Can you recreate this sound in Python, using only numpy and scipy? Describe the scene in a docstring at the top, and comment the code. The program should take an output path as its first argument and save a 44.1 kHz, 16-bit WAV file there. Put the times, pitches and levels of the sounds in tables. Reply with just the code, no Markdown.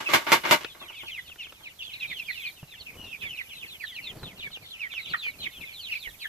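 """Young chickens at a feed trough

Chickens peep in a grassy outdoor pen: gliding sines with a weak octave, near ones drawn singly, far ones by chance.
A foil pan is knocked three times and feed slides over it: clicks and gritty noise ring the pan's resonances.
Pecks tick (short resonant noise), the keeper shifts in the grass (swelling noise) and bumps thud (decaying sines).
A thin far note swells and fades over quiet air and microphone hiss, both coloured noise."""
import sys
import numpy as np
from scipy import signal
from scipy.fft import rfft, irfft
from scipy.io import wavfile
from scipy.ndimage import map_coordinates

SR = 44100
rng = np.random.default_rng(int(sys.argv[2]) if len(sys.argv) > 2 else 0)


def master_out(mix):
    """Clip the mix to full scale and print it as 16-bit PCM to the path in sys.argv[1]."""
    frames = np.transpose(np.atleast_2d(mix))
    ceiling = np.clip(frames, -1, 1)
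    pcm = np.round(ceiling * 32767).astype(np.int16)
    wavfile.write(sys.argv[1], SR, pcm)


N = 276948


def from_db(db):
    """Amplitude factor of a level in dB."""
    return 10 ** (np.asarray(db) / 20)


def rms_one(x):
    """Scale to an RMS of 1."""
    return x / np.sqrt(np.mean(x ** 2) + 1e-20)


def in_time(rows):
    """Straight lines through (s, value) rows, one value per sample."""
    return np.interp(np.arange(N) / SR, *np.transpose(rows))


def add(out, start_s, sound):
    """Mix a sound in at start_s, cut at the end of the scene."""
    i = max(round(start_s * SR), 0)
    out[..., i:i + sound.shape[-1]] += sound[..., :max(N - i, 0)]


def colour(x, points, size=4096):
    """Causal minimum-phase filter through (Hz, dB) points, by way of the folded cepstrum."""
    hz, db = np.transpose(points)
    grid_hz = np.maximum(np.fft.rfftfreq(size, 1 / SR), 1)
    gain = from_db(np.interp(np.log(grid_hz), np.log(hz), db))
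    cepstrum = irfft(np.log(gain))
    cepstrum[1:size // 2] *= 2
    cepstrum[size // 2 + 1:] = 0
    response = irfft(np.exp(rfft(cepstrum)))
    return signal.oaconvolve(x, response[None], axes=-1)[:, :x.shape[-1]]


def low_pass(x, hz):
    """Second-order Butterworth low-pass."""
    return signal.sosfilt(signal.butter(2, min(hz, SR / 2 - 1), fs=SR, output="sos"), x)


def resonance(x, hz, width_hz):
    """Two-pole resonance with gain 1 on top."""
    radius = np.exp(-np.pi * width_hz / SR)
    zeros = np.array([1, 0, -1]) * (1 - radius * radius) / 2
    poles = [1, -2 * radius * np.cos(2 * np.pi * hz / SR), radius * radius]
    return signal.lfilter(zeros, poles, x + 1e-18)


def waver(n, per_s):
    """Smooth random curve through normal knots of spread 1, per_s knots a second."""
    knots = rng.standard_normal(int(n * per_s / SR) + 2)
    return map_coordinates(knots, [np.arange(n) * per_s / SR], order=3, mode="nearest")


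def stereo_noise(alike, grain_db=0):
    """White noise partly shared by both sides; random gains of spread grain_db make it gritty."""
    white = rng.standard_normal((3, N)) * from_db(grain_db * rng.standard_normal(N))
    alike = np.clip(alike, 0, 1)
    return rms_one(np.sqrt(alike) * white[0] + np.sqrt(1 - alike) * white[1:])


ECHO_T60_S, ECHO_DB = .1, -9.5


def pen(sound, count=30):
    """Boards and tarp return a few short echoes, different for every place and each side."""
    response = np.zeros((2, SR // 5))
    for side in response:
        delay_s = np.minimum(.001 + rng.exponential(.014, count), .19)
        heights = rng.standard_normal(count) * from_db(-60 * delay_s / ECHO_T60_S)
        side[(delay_s * SR).astype(int)] = from_db(ECHO_DB) * heights / np.linalg.norm(heights)
    return signal.fftconvolve(sound[None], response, axes=-1)


# Still air of the pen. Each row: frequency in Hz, relative density in dB per Hz.
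AIR_SPECTRUM = [(25, -8), (80, 1), (280, -15), (700, -12), (1400, -15), (3000, -14), (6000, -17),
                (9000, -25), (14000, -32)]
# Microphone hiss. Each row: frequency in Hz, relative density in dB per Hz.
HISS_SPECTRUM = [(3000, -18), (6000, -4), (9000, -7), (12500, 0), (14500, -5)]
# Course of the hiss. Each row: time in s, relative level in dB.
HISS_COURSE = [(0.7, -65), (0.85, -61), (1.66, -64), (2.53, -56), (2.56, -63), (3.9, -59), (4.29, -65),
               (6.26, -57), (6.28, -58)]


def background(air_db=-57.3, hiss_db=2.3):
    """Quiet outdoor air and a thin hiss that swells and sinks, both coloured noise."""
    air = from_db(air_db) * rms_one(colour(stereo_noise(alike=.2), AIR_SPECTRUM))
    hiss = rms_one(colour(stereo_noise(alike=0, grain_db=3), HISS_SPECTRUM))
    hiss_course_db = in_time(HISS_COURSE) + hiss_db + 1.3 * waver(N, per_s=35)
    return air + hiss * from_db(hiss_course_db)


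# Faint far note. The one row: start in s, length in s, pitch in Hz, top level in dB.
FAR_NOTE = (4.58, .78, 1335, -65)


def far_tone(wobble=.003):
    """A thin, nearly steady sine that swells and fades in one arch."""
    start_s, length_s, hz, level_db = FAR_NOTE
    out, n = np.zeros((2, N)), int(length_s * SR)
    phase = 2 * np.pi * np.cumsum(hz * (1 + wobble * waver(n, per_s=30))) / SR
    arch = np.sin(np.linspace(0, np.pi, n))
    add(out, start_s, from_db(level_db) * arch * np.sin(phase))
    return out


# Soft bumps on the ground. Each row: start in s, level of the sine in dB, pitch in Hz.
GROUND_BUMPS = [(2.629, -30, 145), (2.808, -45, 70), (4.229, -32, 125), (4.625, -44, 130),
                (5.598, -42, 150), (6.07, -43, 45)]
# Colour of the grass rustle. Each row: frequency in Hz, gain in dB.
GRASS_COLOUR = [(30, -6), (140, 0), (310, -6), (660, -12), (1100, -16), (2000, -24), (6000, -34)]
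# Shifts of weight in the grass. Each row: time of the height in s, relative level in dB,
# time to die away by 20 dB in s.
WEIGHT_SHIFTS = [(2.11, -56, .2), (3.0, -50, .24), (3.25, -52, .14), (3.67, -58, .3), (4.24, -45, .27),
                 (4.48, -53, .12), (4.63, -54, .06), (5.11, -55, .2), (5.41, -49, .15), (5.61, -53, .09)]
STIR_DB = -68   # relative floor: the grass never lies quite still


def ground(cycles=7, scuff_db=-9, shuffle_db=1.8):
    """Bumps are decaying sines with a scuff; grass is noise that swells and dies with each shift of weight."""
    out, t = np.zeros((2, N)), np.arange(SR // 2) / SR
    for start_s, peak_db, hz in GROUND_BUMPS:
        scuff = from_db(scuff_db) * rms_one(low_pass(rng.standard_normal(len(t)), 750))
        decay = from_db(peak_db - 60 * t * hz / cycles)   # 60 dB down after that many cycles
        add(out, start_s, decay * (np.sin(2 * np.pi * hz * t) + scuff))
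    rustle = rms_one(colour(stereo_noise(alike=.85, grain_db=7), GRASS_COLOUR))
    scene_t = np.arange(N) / SR
    shifts_db = [level_db - 20 * np.abs(scene_t - s) / fade_s for s, level_db, fade_s in WEIGHT_SHIFTS]
    pressure_db = np.maximum(np.max(shifts_db, axis=0), STIR_DB)
    return out + rustle * from_db(pressure_db + shuffle_db + 3.0 * waver(N, per_s=55))


# Sharp ticks on the pan and the trough. Each row: start in s, peak in dB before panning and echoes.
CONTACT_TICKS = [(.646, -22), (1.298, -42), (1.358, -42), (1.468, -43), (1.523, -36), (4.232, -32),
                 (4.505, -44), (4.572, -35), (4.937, -38), (5.265, -36)]


def ticks(t60_s=.025):
    """Short dry contacts: a noise crack through a low knock and two brighter resonances."""
    out, t = np.zeros((2, N)), np.arange(SR // 10) / SR
    for start_s, peak_db in CONTACT_TICKS:
        crack = rng.standard_normal(len(t)) * from_db(-60 * t / t60_s)
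        rings = resonance(crack, 1350, 450) + .6 * resonance(crack, 2700, 1200)
        knock = .9 * resonance(crack, 450, 500)
        tick = low_pass(rings + knock, 3300)
        tick *= from_db(peak_db) / np.abs(tick).max()
        add(out, start_s, tick * from_db([[2], [-1]]))
        add(out, start_s, pen(tick))
    return out


# Blows on the pan. Each row: start in s, relative level in dB, time the foil keeps buckling in s, t60 in s.
PAN_BLOWS = [(.134, -12.7, .014, .15), (.3175, -12.7, .022, .13), (.509, -11.9, .021, .125)]
# Feed sliding and foil flexing. Each row: start in s, relative level in dB, t60 in s,
# low-pass of the coarse grains in Hz.
FEED_SLIDES = [(.001, -30, .22, 12000), (.086, -28, .3, 9000), (.212, -35, .12, 10000),
               (.265, -24.5, .25, 6000), (.434, -29, .3, 6000), (.449, -24, .16, 8000),
               (.605, -38, .25, 11000), (.745, -47, .4, 3000), (.812, -36.5, .2, 1500),
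               (.895, -42, .18, 1700), (1.029, -35, .12, 1400), (1.603, -48, .2, 1300)]
# Resonances of the pan. Each row: frequency in Hz, width in Hz, relative gain in dB.
PAN_RESONANCES = [(350, 52, -4), (612, 85, -3), (915, 55, -.5), (1135, 85, -.5), (1455, 35, -2.5),
                  (1603, 36, -1), (2130, 290, -1.2), (2870, 100, -3.5), (3510, 34, -3.5)]
# Colour of the foil. Each row: frequency in Hz, relative gain in dB.
FOIL_COLOUR = [(30, -26), (130, -7), (350, -3), (500, -7), (900, -2), (2200, -4), (4000, -7), (6500, -13),
               (9500, -21.5), (12600, -18), (14500, -24)]


def pan_body(x, modes_db=4.5, crinkle_db=-3):
    """Sheet and ribs: a broad crinkle plus the pan's modes."""
    modes = sum(from_db(db) * resonance(x, hz, width_hz) for hz, width_hz, db in PAN_RESONANCES)
    return colour(from_db(crinkle_db) * x + from_db(modes_db) * modes, FOIL_COLOUR)


def foil_pan(blow_db=17, rise_s=.002, slide_rise_s=.005, swing_db=-16, swing_db_per_s=330,
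             spray_db=-23, spray_db_per_s=120, crumbs_db=-11):
    """Each blow sets the foil buckling in a dense burst of snaps; these and the sliding feed ring the pan."""
    t = np.arange(N) / SR
    snaps, grains = stereo_noise(alike=.2, grain_db=4), stereo_noise(alike=.2, grain_db=6)
    spray = grains - low_pass(grains, 9000)
    force = np.zeros((2, N))
    for start_s, level_db, hold_s, t60_s in PAN_BLOWS:
        rise = np.clip((t - start_s) / rise_s, 0, 1)
        decay_db = -60 * np.maximum(t - start_s - hold_s, 0) / t60_s
        force += snaps * rise * from_db(level_db + decay_db)
        force[:, round((start_s + rise_s) * SR)] += from_db(level_db + blow_db)   # the hit itself
        # feed slides up to and past the blow; fine crumbs hiss over the foil around it
        force += grains * from_db(level_db + swing_db - swing_db_per_s * np.abs(t - start_s))
        force += spray * from_db(level_db + spray_db - spray_db_per_s * np.abs(t - start_s - hold_s))
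    for start_s, level_db, t60_s, top_hz in FEED_SLIDES:
        feed = low_pass(grains, top_hz) + from_db(crumbs_db) * spray
        rise = np.clip((t - start_s) / slide_rise_s, 0, 1)
        force += feed * rise * from_db(level_db - 60 * np.clip(t - start_s, 0, 1) / t60_s)
    click = signal.unit_impulse((1, SR), (0, 0))
    return pan_body(force) / np.linalg.norm(pan_body(click))   # unit-energy body response


# a peep ending at STRAIGHT_HZ tends to fall evenly; higher ones arch, lower ones sag
STRAIGHT_HZ, BOW = 2200, .13   # octaves of bow per octave
# one arch of loudness, stronger as the pitch drops
SWELL_POWER, TILT_DB_PER_OCTAVE = .76, -7.5
LATE_PER_OCTAVE = 1.3   # the deeper a peep dives below STRAIGHT_HZ, the later it is loudest


def peep(length_s, first_hz, last_hz, level_db, pan_db, bow_spread=.03, jitter=.022, flutter_db=2.8,
         flutter_per_s=230, second_db=-21.5, beak_hz=6000, beak_q=8, lag_s_per_db=.00006):
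    """One whistle of the syrinx: a bowed, falling, slightly rough glide with a weak octave."""
    n = int(max(length_s, .01) * SR)
    u = np.linspace(0, 1, n)
    bow_octaves = BOW * np.log2(last_hz / STRAIGHT_HZ) + bow_spread * rng.standard_normal()
    bow = bow_octaves * (1 - (2 * u - 1) ** 2)
    glide_hz = first_hz * (last_hz / first_hz) ** u
    hz = glide_hz * 2 ** bow * (1 + jitter * waver(n, per_s=800))
    tilt_db = TILT_DB_PER_OCTAVE * np.log2(hz / np.sqrt(first_hz * last_hz))
    shape_db = tilt_db + flutter_db * waver(n, per_s=flutter_per_s)
    late = 1 + LATE_PER_OCTAVE * np.clip(np.log2(STRAIGHT_HZ / last_hz), 0, .5)
    swell = np.abs(np.sin(np.pi * u ** late)) ** SWELL_POWER
    gain = swell * from_db(level_db + shape_db)
    # the microphone nearer the bird hears it ahead in phase and louder
    sides = np.array([[.5], [-.5]])
    phase = 2 * np.pi * (np.cumsum(hz) / SR + hz * sides * pan_db * lag_s_per_db)
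    # the beak passes the octave best near its own resonance
    octave = from_db(second_db) / np.hypot(1, beak_q * np.log(2 * hz / beak_hz))
    direct = gain * (np.sin(phase) + octave * np.sin(2 * phase))
    out = pen(direct[0])
    out[:, :n] += direct * from_db(sides * pan_db)
    return out


# typical peep of a bird farther off
FAR_LENGTH_S, FAR_FIRST_HZ, FAR_LAST_HZ = .055, 3600, 2580


def far_birds(times_s, levels_db, spread_db=2.0, pitch_spread=.26, bow_spread=.1):
    """Peeps from farther off, each a chance variant of the typical one; higher voices are weaker."""
    out = np.zeros((2, N))
    voices = np.exp(pitch_spread * rng.uniform(-1, 1, len(times_s)))
    chances = rng.standard_normal((len(times_s), 4))
    for middle_s, level_db, voice, (size, fall, loud, side) in zip(times_s, levels_db, voices, chances):
        length_s = FAR_LENGTH_S * np.exp(.25 * size)
        first_hz = FAR_FIRST_HZ * voice
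        last_hz = FAR_LAST_HZ * voice * np.exp(.1 * fall)
        call_db = level_db + spread_db * loud + TILT_DB_PER_OCTAVE * np.log2(voice)
        add(out, middle_s - length_s / 2, peep(length_s, first_hz, last_hz, call_db, 3 * side, bow_spread))
    return out


# Peeps of the nearest birds. Each row: start in s, length in s, first pitch in Hz, last pitch in Hz,
# relative level in dB, left over right in dB.
NEAR_PEEPS = [(0.058, 0.032, 2680, 2500, -24, -4), (0.635, 0.04, 3500, 2300, -40, 4),
              (0.675, 0.065, 3750, 3050, -43, 2), (0.792, 0.055, 3750, 3100, -43, 3),
              (0.878, 0.035, 3050, 2680, -40, -5), (0.92, 0.11, 3480, 2000, -41, 1),
              (0.978, 0.062, 4200, 2200, -41, 3), (1.06, 0.05, 3620, 2260, -36, -2),
              (1.099, 0.076, 3710, 2340, -38, 0), (1.164, 0.04, 2590, 1900, -33, 1),
              (1.267, 0.072, 3870, 2330, -43, 2), (1.38, 0.066, 3080, 2370, -37, 1),
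              (1.417, 0.06, 4300, 2290, -42, 1), (1.62, 0.075, 3900, 1950, -41, -2),
              (1.787, 0.055, 3420, 2500, -36, -1), (1.813, 0.101, 3690, 3050, -41, -6),
              (1.898, 0.063, 3630, 2160, -40, -2), (1.932, 0.026, 3950, 3450, -37, -3),
              (1.991, 0.06, 4300, 2800, -37, 1), (2.001, 0.067, 2810, 2300, -31, -5),
              (2.055, 0.148, 3830, 2990, -41, -1), (2.096, 0.044, 2650, 1900, -32, -7),
              (2.151, 0.083, 3310, 2270, -34, -5), (2.279, 0.038, 2520, 1930, -27, -6),
              (2.292, 0.062, 4240, 3300, -42, 0), (2.333, 0.1, 3130, 2070, -37, -4),
              (2.386, 0.086, 3780, 2700, -41, 0), (2.432, 0.071, 2580, 2260, -31, 2),
              (2.455, 0.04, 4490, 3030, -41, 1), (2.7, 0.07, 3950, 2850, -45, 0),
              (2.794, 0.042, 4550, 3400, -42, -3), (2.862, 0.048, 2750, 2220, -41, -4),
              (2.965, 0.17, 2950, 2600, -42, 0), (3.108, 0.061, 2860, 2200, -37, -6),
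              (3.2, 0.075, 3880, 2170, -41, -4), (3.206, 0.086, 2700, 2110, -32, -4),
              (3.248, 0.131, 3690, 2290, -38, 1), (3.369, 0.054, 3200, 1830, -29, -5),
              (3.489, 0.064, 3510, 2490, -40, -1), (3.53, 0.08, 4150, 3400, -43, 3),
              (3.595, 0.062, 4150, 1900, -40, -4), (3.668, 0.106, 4460, 2830, -43, -1),
              (3.789, 0.069, 3230, 1670, -34, -7), (3.833, 0.109, 4250, 2880, -41, 0),
              (3.941, 0.064, 3440, 2100, -35, -1), (4.01, 0.084, 2950, 2300, -42, 1),
              (4.025, 0.102, 4540, 2900, -37, 1), (4.224, 0.072, 4140, 2800, -40, 2),
              (4.374, 0.076, 4410, 2440, -39, -1), (4.422, 0.061, 2510, 2170, -34, -3),
              (4.512, 0.072, 4740, 2300, -38, -2), (4.64, 0.06, 3650, 3050, -46, 3),
              (4.695, 0.078, 4750, 2300, -40, -2), (4.781, 0.1, 3180, 1800, -32, -5),
              (4.892, 0.055, 2920, 2080, -40, -5), (4.908, 0.11, 4150, 1980, -34, -5),
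              (4.981, 0.144, 4360, 2870, -42, 0), (5.048, 0.045, 3450, 2200, -40, -8),
              (5.092, 0.065, 4630, 3050, -37, 4), (5.129, 0.02, 2700, 1150, -24, -4),
              (5.141, 0.018, 1950, 1830, -23, -1), (5.169, 0.108, 4240, 2730, -37, 0),
              (5.226, 0.08, 2560, 2170, -28, -3), (5.384, 0.086, 4310, 3070, -37, -1),
              (5.414, 0.064, 3800, 2150, -36, -4), (5.461, 0.018, 2400, 2150, -28, -5),
              (5.515, 0.09, 3750, 2900, -44, 0), (5.601, 0.056, 2880, 2030, -39, 6),
              (5.637, 0.101, 2710, 2200, -41, -3), (5.72, 0.103, 4430, 2740, -40, 1),
              (5.797, 0.098, 4730, 2980, -39, -3), (5.839, 0.097, 3670, 2260, -39, -4),
              (5.91, 0.038, 3030, 2220, -26, -1), (5.93, 0.055, 2960, 2270, -33, -5),
              (5.976, 0.109, 4950, 2460, -42, -4), (6.029, 0.069, 2660, 1730, -35, -5),
              (6.203, 0.078, 4730, 2800, -39, -2), (6.21, 0.058, 3440, 1540, -34, -1),
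              (6.238, 0.036, 2150, 1720, -36, -2)]


def flock(near_db=.5, cluster_db=-49.6, cluster_follows=.3, cluster_spread_s=.03, chatter_db=-54.5,
          far_echo_db=-3.0, rasp_db=-16, rasp_hz=480, tail_db=-20, tail_t60_s=.35,
          cluster_count=234, chatter_count=130):
    """Near birds, fainter ones clustered around their peeps or spread evenly, and the wash of all in the pen."""
    near = np.zeros((2, N))
    for start_s, length_s, first_hz, last_hz, level_db, pan_db in NEAR_PEEPS:
        add(near, start_s, peep(length_s, first_hz, last_hz, level_db + near_db, pan_db))
    # a few faint peeps fall around each near one, stronger the louder it is
    calls = [(start_s + length_s / 2, level_db) for start_s, length_s, _, _, level_db, _ in NEAR_PEEPS]
    middles_s, calls_db = np.resize(calls, (cluster_count, 2)).T
    cluster_s = middles_s + cluster_spread_s * rng.standard_normal(cluster_count)
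    far = far_birds(cluster_s, cluster_db + cluster_follows * (calls_db - calls_db.mean()))
    chatter_s = (np.arange(chatter_count) + rng.random(chatter_count)) * N / SR / chatter_count
    far += far_birds(chatter_s, np.full(chatter_count, chatter_db))
    birds = near + far + from_db(far_echo_db) * pen(far[0])[:, :N]
    # turbulent air in the syrinx spreads a rasp around each whistle
    rasp = rms_one(low_pass(stereo_noise(alike=0), rasp_hz))
    birds = birds * (1 + from_db(rasp_db) * rasp)
    tail = rng.standard_normal((2, SR // 2)) * from_db(-60 * np.arange(SR // 2) / SR / tail_t60_s)
    wash = signal.fftconvolve(birds, tail / np.linalg.norm(tail[0]), axes=-1)[:, :N]
    return birds + from_db(tail_db) * wash


def scene():
    """All sources at once."""
    return flock() + foil_pan() + ticks() + ground() + far_tone() + background()


# Microphone colour. Each row: frequency in Hz, left over right in dB.
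MICROPHONE_BALANCE = [(200, -1), (550, 6), (1300, -2.5), (2800, .7), (4500, -2), (8000, -7), (13000, -13)]
CUTOFF_HZ = 14750


def record(dry, apart_hz=330):
    """Long waves reach both microphones alike, the left is duller in the treble; peaks clip, the top is cut."""
    mid = dry.mean(axis=0)
    apart = signal.butter(1, apart_hz, "high", fs=SR, output="sos")
    side = signal.sosfilt(apart, (dry[0] - dry[1]) / 2)
    ports = []
    for sign in (1, -1):   # left, right
        balance = [(hz, sign * db / 2) for hz, db in MICROPHONE_BALANCE]
        ports.append(colour((mid + sign * side)[None], balance)[0])
    top_cut = signal.ellip(10, .05, 60, CUTOFF_HZ, fs=SR, output="sos")
    return signal.sosfiltfilt(top_cut, np.clip(ports, -.9, .9))


dry = scene()
out = record(dry)
master_out(out)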